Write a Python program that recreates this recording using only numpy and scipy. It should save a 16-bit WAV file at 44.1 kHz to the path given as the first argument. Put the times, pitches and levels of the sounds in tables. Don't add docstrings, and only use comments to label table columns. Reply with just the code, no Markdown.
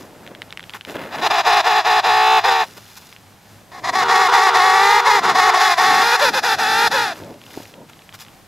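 import sys
import numpy as np
from scipy import signal
from scipy.fft import rfft, irfft, next_fast_len
from scipy.io import wavfile
from scipy.ndimage import uniform_filter1d, map_coordinates

SR = 44100
rng = np.random.default_rng(int(sys.argv[2]) if len(sys.argv) > 2 else 0)


def file_out(sig):
    cols = np.atleast_2d(sig).T
    lim = np.clip(cols, -1, 1)
    pcm = np.round(lim * 32767).astype(np.int16)
    wavfile.write(sys.argv[1], SR, pcm)


N = 373527
TIME_S = np.arange(N) / SR
LEFT_RIGHT = np.array([[1], [-1]])



def undb(db):
    return 10 ** (np.asarray(db) / 20)


def unit(x):
    return x / np.sqrt(np.mean(x ** 2))


def wander(rate_hz, count):
    knots = rng.standard_normal(count // 8)
    position = np.arange(count) * min(rate_hz / SR, .12)
    return 1.1 * map_coordinates(knots, [position], order=3, mode="wrap")


def response(points, size=4096):
    hz, db = np.transpose(points)
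    bins_hz = np.maximum(np.fft.rfftfreq(size, 1 / SR), 1)
    level_db = np.interp(np.log(bins_hz), np.log(hz), db)
    cepstrum = irfft(np.log(undb(level_db)))
    cepstrum[1:size // 2] *= 2
    cepstrum[size // 2 + 1:] = 0
    return irfft(np.exp(rfft(cepstrum)))


def colour(x, points):
    return signal.oaconvolve(x, response(points))[:len(x)]


def first_call():
    song = [(1.124, 1.16, 357, 420, -0.0034, .02, -27.5, 0.73),
            (1.183, 1.2, 360, 420, -0.0042, 0.017, -28, 0.54),
            (1.22, 1.275, 355, 415, -0.013, 0.028, -16.5, 0.86),
            (1.309, 1.416, 360, 417, -0.016, 0.057, -13.5, 0.43),
            (1.453, 1.612, 367, 421.5, -0.014, 0.1, -11, .32),
            (1.647, 1.812, 366, 425, 0.0087, 0.084, -14, 0.24),
            (1.851, 2.003, 370, 429.7, .01, .09, -13, 0.13),
            (2.043, 2.398, 369, 430.4, 0.037, .11, -13, 0.05),
            (2.443, 2.64, 391, 470, -0.064, 0.061, -13.5, .18)]
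    throat = [(230, -14), (350, -16.5), (440, -3), (580, -1.5), (750, 6.5), (880, 8.5), (990, 1), (1130, 4),
              (1400, -5), (1880, -0.5), (2050, -9), (2550, -4), (3000, -10), (3950, -6), (4400, -15),
              (4800, -11.5), (5700, -18.5), (7500, -25.5), (9000, -37.5), (12500, -29.5), (15500, -44)]
    voice = call(song, throat, swell_db_per_octave=41, low_db=1.5, pull_rad=0.32, throb=0.019, sum_db=-36)
    return undb(-0.62) * voice


def second_call():
    song = [(3.722, 3.8, 362, 418.7, -0.004, .02, -37.5, 0.73),
            (3.845, 3.903, 358, 406.7, 0, 0.024, -18.5, 0.69),
            (3.936, 4.04, 366, 415, 0.016, 0.045, -16.5, 0.29),
            (4.09, 4.275, 372, 424.3, 0.015, 0.058, -13.5, 0.23),
            (4.325, 4.5, 382, 435.9, 0.014, 0.052, -12, 0.23),
            (4.545, 5.005, 370.9, 420.7, .155, 0.064, -11.5, 0.0803),
            (5.052, 5.195, 425, 479.9, -.06, .13, -13, 0.1493),
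            (5.235, 5.322, 372, 425, -0.0092, 0.055, -16.5, 0.53),
            (5.351, 5.505, 370, 420.7, .01, 0.057, -12, 0.25),
            (5.54, 5.742, 372, 420.2, -0.002, 0.049, -13.5, 0.25),
            (5.775, 6.04, 370, 420.5, 0.032, .06, -13.5, 0.1582),
            (6.08, 6.21, 385, 435, -0.0068, .05, -21, .25)]
    throat = [(230, -32), (420, -8.5), (580, -7.5), (760, 4.5), (860, 0.5), (990, 4.5), (1140, 5),
              (1400, -10), (1900, 0), (2150, -5), (2800, -17.5), (3750, -10), (4500, -14), (5700, -18),
              (7500, -24), (9000, -31.5), (12500, -32), (15500, -53)]
    voice = call(song, throat, swell_db_per_octave=-3, low_db=3, pull_rad=0.14, throb=0.2, sum_db=-18)
    return undb(-0.44) * voice


def neighbour_call():
    song = [(4.015, 4.247, 394, 468, 0.011, 0.029, -17.5, .2),
            (4.276, 4.425, 396, 468, 0.028, 0.033, -15.5, 0.22),
            (4.465, 4.6, 396, 470, 0.011, 0.029, -16.5, 0.19), (4.63, 5.195, 397, 478, .02, .04, -19, 0.13),
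            (5.225, 5.335, 385, 455, 0, 0.0299, -17.5, .4),
            (5.36, 5.56, 380, 445, -0.026, 0.0304, -19, 0.41)]
    throat = [(230, -21), (400, -2.5), (480, -2), (620, -5), (800, -1), (950, 6), (1170, 4), (1420, 3.5),
              (1750, -6.5), (2500, -12.5), (3600, -10.5), (5500, -23), (8000, -33), (12500, -39),
              (15500, -44)]
    voice = call(song, throat, swell_db_per_octave=-4, low_db=-0.5, pull_rad=0.32, throb=0.033, sum_db=-30)
    return undb(-1.5) * voice


def reply_call():
    song = [(5.57, 5.742, 375, 428, .02, 0.0291, -18, 0.44),
            (5.782, 6.165, 378, 436, .13, 0.039, -18.5, .2), (6.2, 6.296, 452, 514, 0, .13, -13.5, .08),
            (6.339, 6.398, 434.8, 492.7, -0.053, 0.072, -15.5, 0.17),
            (6.434, 6.555, 400, 452, -0.039, .1, -15.8, 0.208),
            (6.586, 6.877, 378, 430, .13, 0.041, -17.5, 0.058),
            (6.918, 7.135, 434, 493, -0.27, .1, -16, 0.053)]
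    throat = [(230, -16.5), (370, -17), (540, 2.5), (660, 7), (900, 1.5), (1130, -2.5), (1480, 3),
              (1900, 0), (2200, -11.5), (2500, -2.5), (2900, -12), (3500, -5.5), (4500, -8.5),
              (5500, -11.5), (7000, -20), (9000, -25.5), (12000, -24), (15500, -39)]
    voice = call(song, throat, swell_db_per_octave=28, low_db=-2, pull_rad=0.21, throb=0.011, sum_db=-18.5)
    return undb(-0.37) * voice


def call(song, throat, swell_db_per_octave, low_db, pull_rad, throb, sum_db, margin_s=.02):
    inside = (TIME_S > song[0][0] - margin_s) & (TIME_S < song[-1][1] + margin_s)
    t = TIME_S[inside]
    low_hz, high_hz, pressure, rough, octaves = articulate(t, song)
    source = syrinx(low_hz, high_hz, rough, low_db, pull_rad, throb, sum_db)
    voice = colour(source, throat)
    shrill = signal.lfilter(*signal.iirpeak(5700, 2.5, fs=SR), voice)
    voice += np.clip(rough, 0, .5) * shrill
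    voice /= np.sqrt(uniform_filter1d(voice ** 2, size=2200))
    swell = undb(swell_db_per_octave * octaves)
    out = np.zeros(N)
    out[inside] = voice * pressure * swell * signal.windows.tukey(len(t), .01)
    return out


def articulate(t, song):
    attack_s, release_s, gap_db = .0062, .0048, -18.5
    flick_at_s, flick_s = .028, .02
    warble_depth, warble_period_s, warble_decay_s = .04, .086, .1
    quaver_depth, quaver_db, quaver_hz = .06, 3.5, 35
    sag_depth, sag_s, glide_power = .12, .011, 2.05
    onset_rough, settle_s = 0.435, 0.0452

    rows = np.array(song)
    current = np.searchsorted((rows[1:, 0] + rows[:-1, 1]) / 2, t)
    start, end, low_hz, high_hz, glide, flick, level_db, grit = rows[current].T
    length = end - start
    age, left = np.clip(t - start, 0, length), np.clip(end - t, 0, length)

    drift = 1 + glide * (age / length) ** glide_power
    swing = np.cos(2 * np.pi * (age - flick_at_s) / warble_period_s)
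    warble = warble_depth * swing * np.exp(-age / warble_decay_s)
    unsteady = grit * wander(quaver_hz, len(t))
    sag = sag_depth * (np.exp(-age / sag_s) + np.exp(-left / sag_s))
    bend = drift * (1 + warble + quaver_depth * unsteady - sag)
    overshoot = 1 + flick * np.exp(-((age - flick_at_s) / flick_s) ** 2)

    opening = (1 + np.tanh((t - start) / attack_s)) * (1 - np.tanh((t - end) / release_s)) / 4
    slack = 1 - opening
    smooth_db = uniform_filter1d(level_db + quaver_db * unsteady, size=400)
    pressure = (opening + undb(gap_db) * slack) * undb(smooth_db)
    rough = opening * (grit + onset_rough * np.exp(-age / settle_s)) + slack
    return low_hz * bend, high_hz * bend * overshoot, pressure, rough, np.log2(drift)


def syrinx(low_hz, high_hz, rough, low_db, pull_rad, throb, sum_db, jitter=.028, rasp_rad=.036, shimmer_db=2.6):
    count = len(rough)

    def turn(hz):
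        return 2 * np.pi * np.cumsum(hz * (1 + jitter * rough * wander(200, count))) / SR

    low, high = turn(low_hz), turn(high_hz)
    beat = high - low
    tug = pull_rad * np.sin(beat)
    low_side = pulses(low + tug + rasp_rad * wander(500, count))
    high_side = pulses(high - tug + rasp_rad * wander(500, count))
    flow = (undb(low_db) * low_side + high_side) * (1 + throb * np.cos(beat))
    flow += undb(sum_db) * np.cos(low + high)
    turbulence = colour(rng.standard_normal(count), [(500, -14), (2000, -7), (6000, 0), (12000, 5)])
    flow += (.18 + .8 * rough) * turbulence * (1 + .4 * np.cos(low))
    shimmer = np.clip(rough + 0.11, 0, 1) * wander(70, count)
    return flow * undb(shimmer_db * shimmer)


def pulses(phase, count=34):
    half = phase % (2 * np.pi) / 2 + 1e-9
    harmonics = np.sin((2 * count + 1) * half) / (2 * np.sin(half)) - .5
    return harmonics / np.sqrt(count / 2)


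def steps(grain_db=8.0):
    # centre/s, half length/s, thud/dB, crunch/dB, dry hiss/dB
    presses = [(0.002, 0.04, -38, -48, -49), (0.236, 0.28, -45.5, -54, -73), (0.316, 0.0055, -37, -48, -70),
               (0.755, 0.015, -48, -36.5, -45), (0.904, 0.023, -35, -38, -43),
               (0.958, 0.007, -28.5, -32, -49), (1.022, 0.046, -33, -35.5, -56),
               (1.213, 0.075, -34.5, -33, -67), (2.643, 0.076, -49.5, -51, -47),
               (2.778, 0.0071, -41.5, -41.5, -40), (2.975, 0.0066, -64, -44, -38.5),
               (2.95, 0.16, -76, -53.5, -48.5), (3.49, 0.081, -59, -59, -56), (4.0, 0.14, -36, -55, -67),
               (5.3, 0.084, -32.5, -52, -60), (5.948, 0.1, -32.5, -50, -60),
               (6.311, 0.058, -33.5, -56, -67), (6.788, 0.28, -35.5, -56, -61),
               (7.181, 0.043, -47, -45, -47.5), (7.278, 0.052, -36.5, -53, -54),
               (7.575, 0.0047, -31, -63, -60), (7.603, 0.0032, -33, -59, -60),
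               (7.577, 0.089, -46.5, -49, -45.5), (7.796, 0.043, -41.5, -64, -73),
               (7.899, 0.0039, -46, -41.5, -49), (8.148, 0.0096, -52, -42, -41),
               (8.214, 0.016, -63, -46, -39)]
    # f/Hz, level/dB
    thud = [(40, -20), (130, -3.5), (330, 1.5), (600, -0.5), (1000, -10.5), (2000, -51), (6000, -49)]
    crunch = [(200, -49), (800, 0), (1500, 1), (3300, -9.5), (6000, -22), (14000, -27)]
    hiss = [(600, -53), (2500, 0), (5500, 2), (9000, -7), (12500, -4.5), (15500, -14)]
    out = 0
    for column, spectrum, top_db in ((2, thud, 10), (3, crunch, 19), (4, hiss, 16)):
        power = 0
        for row in presses:
            bell = np.exp(-np.minimum(((TIME_S - row[0]) / row[1]) ** 2, 20))
            power = power + undb(row[column]) ** 2 * bell
        sizes = undb(np.minimum(grain_db * rng.exponential(size=N), top_db))
        grains = rng.standard_normal(N) * sizes * (rng.random(N) < .15)
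        out = out + np.sqrt(power) * unit(colour(grains, spectrum))
    return out


def ticks(ring_s=0.0012, ring=0.16, size=600):
    # t/s, peak/dB
    snaps = [(0.276, -21.5), (0.35, -22.5), (0.4193, -13.5), (0.5257, -16.5), (0.574, -15.5),
             (0.595, -18.5), (0.6285, -26), (0.6958, -18), (0.7371, -17), (0.8105, -17.5), (0.85, -17.5),
             (0.89, -30), (0.994, -26), (1.038, -23), (1.186, -18), (2.864, -34), (3.1272, -25),
             (3.164, -26), (7.992, -32), (8.092, -25.5), (8.15, -39), (8.284, -30)]
    # f/Hz, level/dB
    tick_colour = [(200, -40), (900, 4), (1700, 11), (3200, 13.5), (4700, -1), (7000, -10), (15000, -22)]
    after_s, after_db = .008, -16
    after_snaps = [(s + after_s, db + after_db) for s, db in snaps]
    out = np.zeros(N + size)
    for s, db in [*snaps, *after_snaps, *crackle()]:
        snap = ring * rng.standard_normal(size) * np.exp(-np.arange(size) / SR / ring_s)
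        snap[0] += 1
        snap = colour(snap, tick_colour)
        start = int(s * SR)
        out[start:start + size] += undb(db) * snap / abs(snap).max()
    return out[:N]


def crackle(spread_db=4):
    # start/s, end/s, rate/(ticks/s), mean peak/dB
    spells = [(0.249, 1.095, 18, -26), (2.695, 3.207, 10, -44), (7.149, 8.293, 20, -31.5)]
    rows = []
    for start, end, rate, db in spells:
        for when, force in rng.random((int(rate * (end - start)), 2)):
            rows.append((start + when * (end - start), db + spread_db * (2 * force - 1)))
    return rows


def ice(x, scatter_db=-11, scatter_s=.004, far_db=-31, far_s=.03, wide=.35, size=8192):
    t = np.arange(size) / SR
    tails = 0
    for db, decay_s in ((scatter_db, scatter_s), (far_db, far_s)):
        tail = np.exp(-t / decay_s) * rng.standard_normal((2, size))
        tails = tails + undb(db) * unit(tail) / np.sqrt(size)
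    bright = colour(x, [(400, -7), (1200, -2), (3000, 5)])
    mid, side = (signal.oaconvolve(bright, tail)[:N] for tail in tails)
    return x + mid + wide * side * LEFT_RIGHT


def air(air_db=-49, side_db=-13):
    # f/Hz, level/dB
    air_colour = [(20, -22), (50, -14), (100, -12), (170, -5), (300, -13), (560, -15), (770, -12),
                  (950, -15.5), (2700, -22), (6000, -26.5), (10500, -31), (12100, -27.5), (15500, -40)]
    mid, side = (unit(colour(rng.standard_normal(N), air_colour)) for _ in range(2))
    return undb(air_db + wander(12, N)) * (mid + undb(side_db) * side * LEFT_RIGHT)


def hum(hum_hz=103, hum_db=-55):
    phase = 2 * np.pi * np.cumsum(hum_hz * (1 + 0.07 * wander(43, N))) / SR
    return np.sin(phase) * undb(hum_db + 5 * wander(14, N))


def wind(wind_db=-63, gust_db=3):
    # f/Hz, level/dB
    wind_colour = [(25, -11), (60, -11), (150, -15), (500, -18), (2000, -31)]
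    noise = [unit(colour(rng.standard_normal(N), wind_colour)) for _ in range(2)]
    return np.array(noise) * undb(wind_db + gust_db * wander(3.2, N))


def scene():
    birds = first_call() + second_call() + neighbour_call() + reply_call()
    return ice(birds + steps()) + air() + hum() + wind() + ticks()


def record(dry):
    # f/Hz, phase/rad
    port_phase = [(0, -0.31), (1100, -0.16), (3500, -0.15), (6000, -0.22), (16000, -0.21)]
    top_hz = 15600
    size = next_fast_len(N)
    lead_rad = np.interp(np.fft.rfftfreq(size, 1 / SR), *np.transpose(port_phase))
    shift = np.exp(1j * np.array([lead_rad, -lead_rad]) / 2)
    ports = irfft(rfft(dry, size) * shift, size)[:, :N]
    rounded = .9 * np.tanh(ports / .9)
    return signal.sosfilt(signal.ellip(8, .2, 70, top_hz, fs=SR, output="sos"), rounded)


dry = scene()
out = record(dry)
file_out(out)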